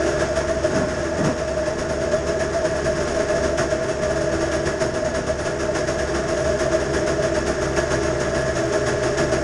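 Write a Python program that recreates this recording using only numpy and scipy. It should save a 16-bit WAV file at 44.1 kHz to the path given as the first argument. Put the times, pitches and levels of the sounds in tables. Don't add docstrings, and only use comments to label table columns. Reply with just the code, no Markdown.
import sys
import numpy as np
from scipy import signal
from scipy.fft import rfft, irfft
from scipy.io import wavfile
from scipy.ndimage import uniform_filter1d

SR = 44100
rng = np.random.default_rng(int(sys.argv[2]) if len(sys.argv) > 2 else 0)


def to_wav(s):
    ch = np.atleast_2d(s).T
    pcm = np.round(np.clip(ch, -1, 1) * 32767)
    wavfile.write(sys.argv[1], SR, pcm.astype(np.int16))


def voltage_ratio(decibels):
    exponent = np.asarray(decibels, float) / 20
    return 10 ** exponent


N = 415863
T = np.arange(N) / SR
HZ = np.fft.rfftfreq(16384, 1 / SR)


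def evened(x):
    return x / np.sqrt(np.mean(x ** 2) + 1e-20)


def columns(rows):
    s, *values = np.transpose(rows)
    return [np.interp(T, s, v) for v in values]


def smooth(points):
    f, db = np.transpose(points)
    return voltage_ratio(np.interp(np.log(HZ + 1), np.log(f + 1), db, -90, -90))


def rings(modes, steep=1.654):
    power = 0
    for hz, width, db in modes:
        power = power + voltage_ratio(2 * db) / (1 + (2 * (HZ - hz) / width) ** 2) ** steep
    return np.sqrt(power)


def colour(x, gain):
    log_gain = np.log(np.maximum(np.r_[gain, gain[-2:0:-1]], 1e-5))
    minimum_phase = np.exp(np.conj(signal.hilbert(log_gain)))
    taps = np.fft.ifft(minimum_phase).real[:len(HZ)]
    run_up = np.r_[x[-len(HZ):], x]
    return signal.oaconvolve(run_up, taps)[len(HZ):][:N]


def drift(per_s):
    f = np.fft.rfftfreq(N, 1 / SR)
    return evened(irfft(rfft(rng.standard_normal(N)) / (1 + (f / per_s) ** 4), N))


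def wavering(hz, wobble, per_s, flutter_db):
    turns = np.cumsum(hz * (1 + wobble * drift(per_s))) / SR
    return np.sqrt(2) * voltage_ratio(flutter_db * drift(per_s)) * np.sin(2 * np.pi * turns)


def held(rows, rise_s, fall_s):
    envelope = np.zeros(N)
    for s, hold, db in rows:
        rise = (T - s) / rise_s + 1
        fall = (s + hold - T) / fall_s + 1
        envelope += voltage_ratio(db) * np.clip(np.minimum(rise, fall), 0, 1)
    return envelope


def gusts(s, db, lead_s, rise_s, t60):
    train = np.zeros(N)
    np.add.at(train, np.clip(((s - lead_s) * SR).astype(int), 0, N - 1), voltage_ratio(2 * db))
    t = np.arange(SR // 2) / SR
    shape = (1 - np.exp(-t / rise_s)) ** 2 * voltage_ratio(-120 * (t / t60) ** 1.5)
    return np.sqrt(abs(signal.oaconvolve(train, shape / shape.max())[:N]))


# t/s, piston strokes f/Hz, load level/dB
IDLE_PACE = [(0, 69.22, 4.5), (.5, 69.5, -0.5), (.71, 70.54, 2.5), (.83, 75.64, 1.5), (1.29, 75.87, -0.5),
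             (1.42, 68.6, -2), (1.9, 70.4, -1), (2.55, 71.64, 0), (2.9, 69.73, 1), (3.9, 70.14, -1),
             (4.5, 69.45, 1.5), (5.2, 70.03, -3), (5.9, 68.67, 0.5), (6.9, 69, 1.5), (7.5, 67.7, 1.5),
             (8.3, 68.96, 2.5), (8.6, 72.52, 2.5), (9.43, 68.5, 2.5)]


def idle():
    return columns(IDLE_PACE)


# t/s, gas rush level/dB, chamber ring level/dB, lag of the ring t/ms
COLD_FIRINGS = [(0.004, -33, -16, 10), (0.061, -23.5, -13, 19.0), (0.194, -22, -12.5, 33),
                (0.36, -22.5, -12, 20.0), (0.476, -26.5, -14, 34.0), (0.634, -25.5, -14, 17.6),
                (0.71, -32, -20, 10), (0.748, -24, -15, 22), (0.886, -27.5, -15, 15),
                (0.981, -30.5, -19, 9.4), (1.039, -31, -24, 17), (1.171, -28, -21, 32.3),
                (1.243, -22.5, -20, 22.0), (1.378, -27.5, -18, 46), (1.476, -29.5, -18, 8.9),
                (1.566, -29.5, -13.5, 14.0), (1.659, -26.5, -14, 19.7), (1.784, -25.5, -21, 24),
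                (1.892, -27, -16, 21.4), (2.01, -27, -17, 19.0), (2.116, -25, -13, 28.0),
                (2.268, -24.5, -18, 31.0), (2.396, -24, -16.0, 31.3), (2.529, -26, -13, 33),
                (2.645, -25.5, -14, 10.2), (2.753, -27, -31, 37), (2.845, -25, -15, 32.3),
                (2.955, -27, -29, 36.3), (3.001, -27.0, -30, 33.0), (3.071, -24.5, -19.5, 42.3)]
WARMING_FIRINGS = [(3.145, -26.5, -15, 29), (3.192, -25.5, -17.5, 12.3), (3.286, -25, -15, 19.0),
                   (3.355, -26.5, -14.5, 17.4), (3.43, -22.5, -13.5, 17.0), (3.578, -19, -20, 18.7),
                   (3.705, -25, -14, 32), (3.82, -30, -20, 8.0), (3.881, -25.5, -15.5, 18.7),
                   (4.02, -25, -14.5, 20.0), (4.097, -27.0, -16, 10.6), (4.162, -28, -14, 13),
                   (4.209, -28.5, -17.0, 14.4), (4.322, -26, -31, 19.0), (4.408, -24, -15, 34.5),
                   (4.517, -23.0, -19.5, 23.0), (4.657, -22, -17, 38.0), (4.803, -21.5, -13.5, 20.0),
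                   (4.942, -25.5, -14.5, 24), (5.048, -26.5, -17, 11.7), (5.145, -23, -16, 33.7),
                   (5.268, -25, -12.5, 36), (5.386, -26.5, -23, 8.0), (5.452, -24, -16.5, 19.2),
                   (5.594, -25, -21.0, 45.0), (5.748, -21, -28, 21.6), (5.874, -22.5, -15, 24),
                   (5.985, -24.5, -19, 17.5)]
WARM_FIRINGS = [(6.076, -28, -21, 25.7), (6.145, -23, -18, 47.5), (6.281, -23.5, -21.5, 24.6),
                (6.369, -25.5, -18, 38.7), (6.446, -25.5, -12.5, 31.5), (6.492, -30, -15, 10.2),
                (6.591, -22, -17, 21.4), (6.716, -23.5, -10.5, 35.0), (6.8, -27.5, -24, 22.3),
                (6.935, -22, -21.0, 55), (7.067, -22, -16, 35), (7.226, -23, -15, 23.4),
                (7.346, -23.5, -19, 32.0), (7.466, -22, -15.5, 32.5), (7.613, -23.5, -22, 18),
                (7.762, -20, -15, 26.5), (7.906, -21, -18, 36.5), (8.018, -25.5, -22, 21),
                (8.055, -27, -17, 29), (8.202, -23, -24, 45.0), (8.349, -23.5, -21, 26.5),
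                (8.46, -27.5, -15, 38.0), (8.558, -23, -20, 32.8), (8.723, -23, -16.5, 32),
                (8.863, -21.5, -19, 19.0), (9.029, -21.5, -17, 17.6), (9.176, -19.5, -15.5, 30.7),
                (9.318, -22.5, -13.5, 18.4)]


def firings():
    return np.transpose(COLD_FIRINGS + WARMING_FIRINGS + WARM_FIRINGS)


def firing_swell(lead_s, rise_s, t60, rest_db):
    s, rush_db = firings()[:2]
    return evened(np.hypot(gusts(s, rush_db, lead_s, rise_s, t60), voltage_ratio(rest_db)))


def strokes(jitter, spread_db, breath):
    turns = np.cumsum(idle()[0] * (1 + jitter * drift(30.))) / SR
    unevenness = voltage_ratio(np.clip(spread_db, 0, 4) * rng.uniform(-1.7, 1.7, N))
    pulses = np.diff(np.floor(turns), prepend=0) * unevenness
    breath = np.clip(breath, 0, 1)
    return np.sqrt(1 - breath) * evened(pulses) + np.sqrt(breath) * rng.standard_normal(N)


# start t/s, hold t/s, level/dB
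HOOD_SHOVES = [
    (0.739, 0.098, -23.5),
    (1.197, 0.0974, -21.5),
]
# f/Hz, level/dB per Hz
HOOD_THUD = [(60, -24), (110, -8.5), (170, -1), (300, -3), (400, -13), (520, -13.5), (2000, -26)]


def shoves():
    judder = rng.standard_normal(N) * voltage_ratio(1.5 * drift(65.0))
    rumble = colour(judder, smooth(HOOD_THUD))
    rumble /= np.sqrt(uniform_filter1d(rumble ** 2, SR // 25))
    return held(HOOD_SHOVES, rise_s=0.026, fall_s=0.055) * rumble


# t/s, f/Hz
AIR_BOX_BOOM = [
    (0, 138.1),
    (3.4, 138.7),
    (5, 133.7),
    (7.2, 136.6),
    (8.4, 130.7),
    (9.43, 134.6),
]


def pumping():
    stroke_hz, load_db = idle()
    hum = wavering(stroke_hz, wobble=0.0265, per_s=12.48, flutter_db=1.5)
    boom = wavering(columns(AIR_BOX_BOOM)[0], wobble=0.0358, per_s=12.1, flutter_db=2.0)
    racing_hz = np.maximum(stroke_hz - 69.5, 0)
    hum_db = -36.5 + 0.54 * load_db - 0.5 * racing_hz
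    hum_db = hum_db - 0.2 * (T - 4)
    boom_db = -42 + 0.74 * T + 0.7 * load_db
    kick = firing_swell(lead_s=.002, rise_s=.015, t60=0.42, rest_db=-17.0)
    return kick * (voltage_ratio(hum_db) * hum + voltage_ratio(boom_db) * boom)


# f/Hz, width f/Hz, level/dB
LOW_PIPE_NOTES = [(332.5, 17.2, -2.8), (346.7, 40, -7), (382.6, 40, -6.5), (398, 17, -9), (415.8, 10, -8.5)]
# f/Hz, level/dB per Hz
ENGINE_BODY = [(14, -1), (22, -2), (32, -1), (48, -2), (110, -0.5), (250, -1), (300, -6), (470, -5),
               (540, -11), (800, -13), (1000, -13), (1500, -31.5)]
# f/Hz, width f/Hz, level/dB over the body spectrum
PANEL_RINGS = [(89, 13, -1), (169.6, 13, 2), (234, 5.8, 4.5), (266, 19, 2.5), (449, 9., 5), (455, 11, 3),
               (495.7, 28, 10.5), (518, 19, 7.5), (709, 42, 10.5), (880, 31, 9.5)]
# start t/s, length t/s, level/dB
LOCKED_SPELLS = [(0, .1, -32), (2.2, .25, -33.5), (2.75, 0.73, -30.5), (3.85, 0.39, -31), (4.5, 0.31, -40),
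                 (5.55, .15, -35), (6.08, .45, -32.5), (6.85, 0.47, -33), (7.45, .5, -37), (8.0, 0.17, -32),
                 (8.7, .55, -28.5)]


def pipe():
    load_db = idle()[1]
    low = evened(colour(strokes(jitter=.08, spread_db=0.5, breath=0.31), rings(LOW_PIPE_NOTES)))
    body_gain = smooth(ENGINE_BODY) * np.hypot(1, rings(PANEL_RINGS))
    body = evened(colour(strokes(jitter=.1, spread_db=5.5, breath=0.72), body_gain))
    shaking = firing_swell(lead_s=.002, rise_s=0.012, t60=0.27, rest_db=-24.0)
    line = wavering(413., wobble=0.00316, per_s=8.06, flutter_db=0.9)
    line *= voltage_ratio(-42.5) + 0.64 * held(LOCKED_SPELLS, rise_s=0.092, fall_s=0.092)
    return shaking * (voltage_ratio(-29.5 + load_db) * low + voltage_ratio(-29.5) * body) + line


# f/Hz, width f/Hz, level/dB
CHAMBER_NOTES = [(595.6, 13.5, -3), (599.5, 7.2, -6), (614.3, 8.9, 1), (645, 7.9, -1.3), (656.6, 12.5, -3)]


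def chamber():
    s, rush_db, ring_db, lag_ms = firings()
    luck = rng.standard_normal((len(s), 6)).T
    crest = s + lag_ms / 1000
    echo = crest + .07 + .025 * luck[0].clip(-1, 1)
    next_firing = np.r_[s[1:], np.inf]
    echo_db = np.where(echo < next_firing, -21. + 0.83 * luck[1], -120)

    lead = SR // 25
    t = np.arange(-lead, 2 * lead) / SR
    swell = np.exp(-.5 * (t / np.where(t < 0, .009, .017)) ** 2)
    waves = np.zeros(N + 8 * lead)
    levels_db = np.r_[ring_db - .6, echo_db]
    for at, db, detune, phase in zip(np.r_[crest, echo], levels_db, luck[2:4].ravel(), luck[4:].ravel()):
        start = round(at * SR)
        ring_hz = 634.6 + 11.7 * detune
        waves[start:start + len(t)] += voltage_ratio(db - 2.5) * swell * np.sin(2 * np.pi * (ring_hz * t + phase))

    humming = evened(colour(strokes(jitter=.12, spread_db=0.5, breath=0.64), rings(CHAMBER_NOTES)))
    fed = firing_swell(lead_s=0.004, rise_s=.012, t60=0.61, rest_db=-19.0)
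    return waves[lead:][:N] + voltage_ratio(-28.0 + 0.45 * idle()[1]) * humming * fed


# f/Hz, level/dB per Hz
OUTLET_BARK = [(440, -28.5), (750, -2.5), (966, -6.5), (1410, -0.5), (1530, -2), (1660, -0.5), (1800, -1.5),
               (2400, -17), (3120, -40.5), (5280, -120)]
# f/Hz, width f/Hz, level/dB over the bark
OUTLET_NOTES = [(1077, 35, 6), (1175, 11, 7.5), (1387, 9.9, 2.5), (1452, 18, 3), (1638, 16, 5.5),
                (1694, 15.8, 10.5), (1900, 14, 1), (2640, 40., 18)]
# f/Hz, level/dB per Hz
GAS_RUSH = [(1180, -29), (2000, -1), (2640, 0), (3240, -1), (4250, -7.5), (5300, 2.8), (5750, 3),
            (6120, -4), (6450, 3.9), (7480, -7.5), (9360, -11.5), (9900, -17), (10250, -13), (10600, -35)]
# f/Hz, level/dB per Hz
GAS_FIZZ = [(10200, -16), (10600, -24), (11300, -30), (11650, -21.5), (12100, -36), (13100, -25),
            (13400, -25), (14000, -24)]
# f/Hz, width f/Hz, level/dB
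CLUTCH_CHIRP = [(9440, 70., -.1), (9590, 60., -2.5)]


def rattling_air(rattle_db):
    return rng.standard_normal(N) * voltage_ratio(rattle_db * drift(150.))


def exhaust():
    s, rush_db = firings()[:2]
    whirr_db = -37 + 0.86 * idle()[1]

    bark_db = -28.5 + (rush_db + 24)
    bark_gain = smooth(OUTLET_BARK) * np.hypot(1, rings(OUTLET_NOTES))
    bark = evened(colour(rattling_air(.6), bark_gain))
    bark *= np.hypot(gusts(s, bark_db - 2.0, lead_s=0.0017, rise_s=0.0061, t60=0.23), voltage_ratio(whirr_db + 2.0))

    reflections = evened(uniform_filter1d(rng.standard_normal(len(HZ)), size=14))
    rush_gain = np.hypot(smooth(GAS_RUSH), smooth(GAS_FIZZ)) * voltage_ratio(1.3 * reflections)
    rush = evened(colour(rattling_air(.7), rush_gain))
    rush *= np.hypot(gusts(s, rush_db - 10.5, lead_s=.006, rise_s=.006, t60=.25), voltage_ratio(whirr_db - 4.))

    chirp_db = rush_db - 24. 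+ 2.1 * rng.standard_normal(len(s))
    chirp = evened(colour(rattling_air(1.5), rings(CLUTCH_CHIRP)))
    chirp *= gusts(s, chirp_db - 3.0, lead_s=-0.0071, rise_s=0.0023, t60=0.18)
    return bark + rush + chirp


def scene():
    return (shoves() + pumping() + pipe() + chamber() + exhaust())[None]


# f/Hz, share of the time [0-1]
TREBLE_KEPT = [(9300, 1), (10000, .9), (10350, .85), (10700, .25), (11350, .06), (11700, .8), (12000, .15),
               (13100, .04), (13400, .13)]


def patchy_treble(x):
    hz, t, z = signal.stft(x, SR, nperseg=1024)
    band = np.arange(len(hz)) // 4
    luck = rng.standard_normal((len(t), band[-1] + 1))
    luck = evened(uniform_filter1d(luck, size=4, axis=0)).T
    treble_db = 10 * np.log10((abs(z[hz > 8e3]) ** 2).sum(0) + 1e-12)
    luck += .55 * evened(treble_db - treble_db.mean())
    luck += .3 * drift(6.)[np.minimum((t * SR).astype(int), N - 1)]
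    rank = luck.argsort(1).argsort(1) / len(t)
    share = np.interp(hz, *np.transpose(TREBLE_KEPT))[:, None]
    return signal.istft(z * (rank[band] >= 1 - share), SR, nperseg=1024)[1][:N]


def roll_off(x):
    return signal.sosfilt(signal.butter(12, 13550, fs=SR, output="sos"), x)


def record(dry):
    mix = patchy_treble(dry[0])[None]
    return roll_off(mix)


dry = scene()
out = record(dry)
to_wav(out)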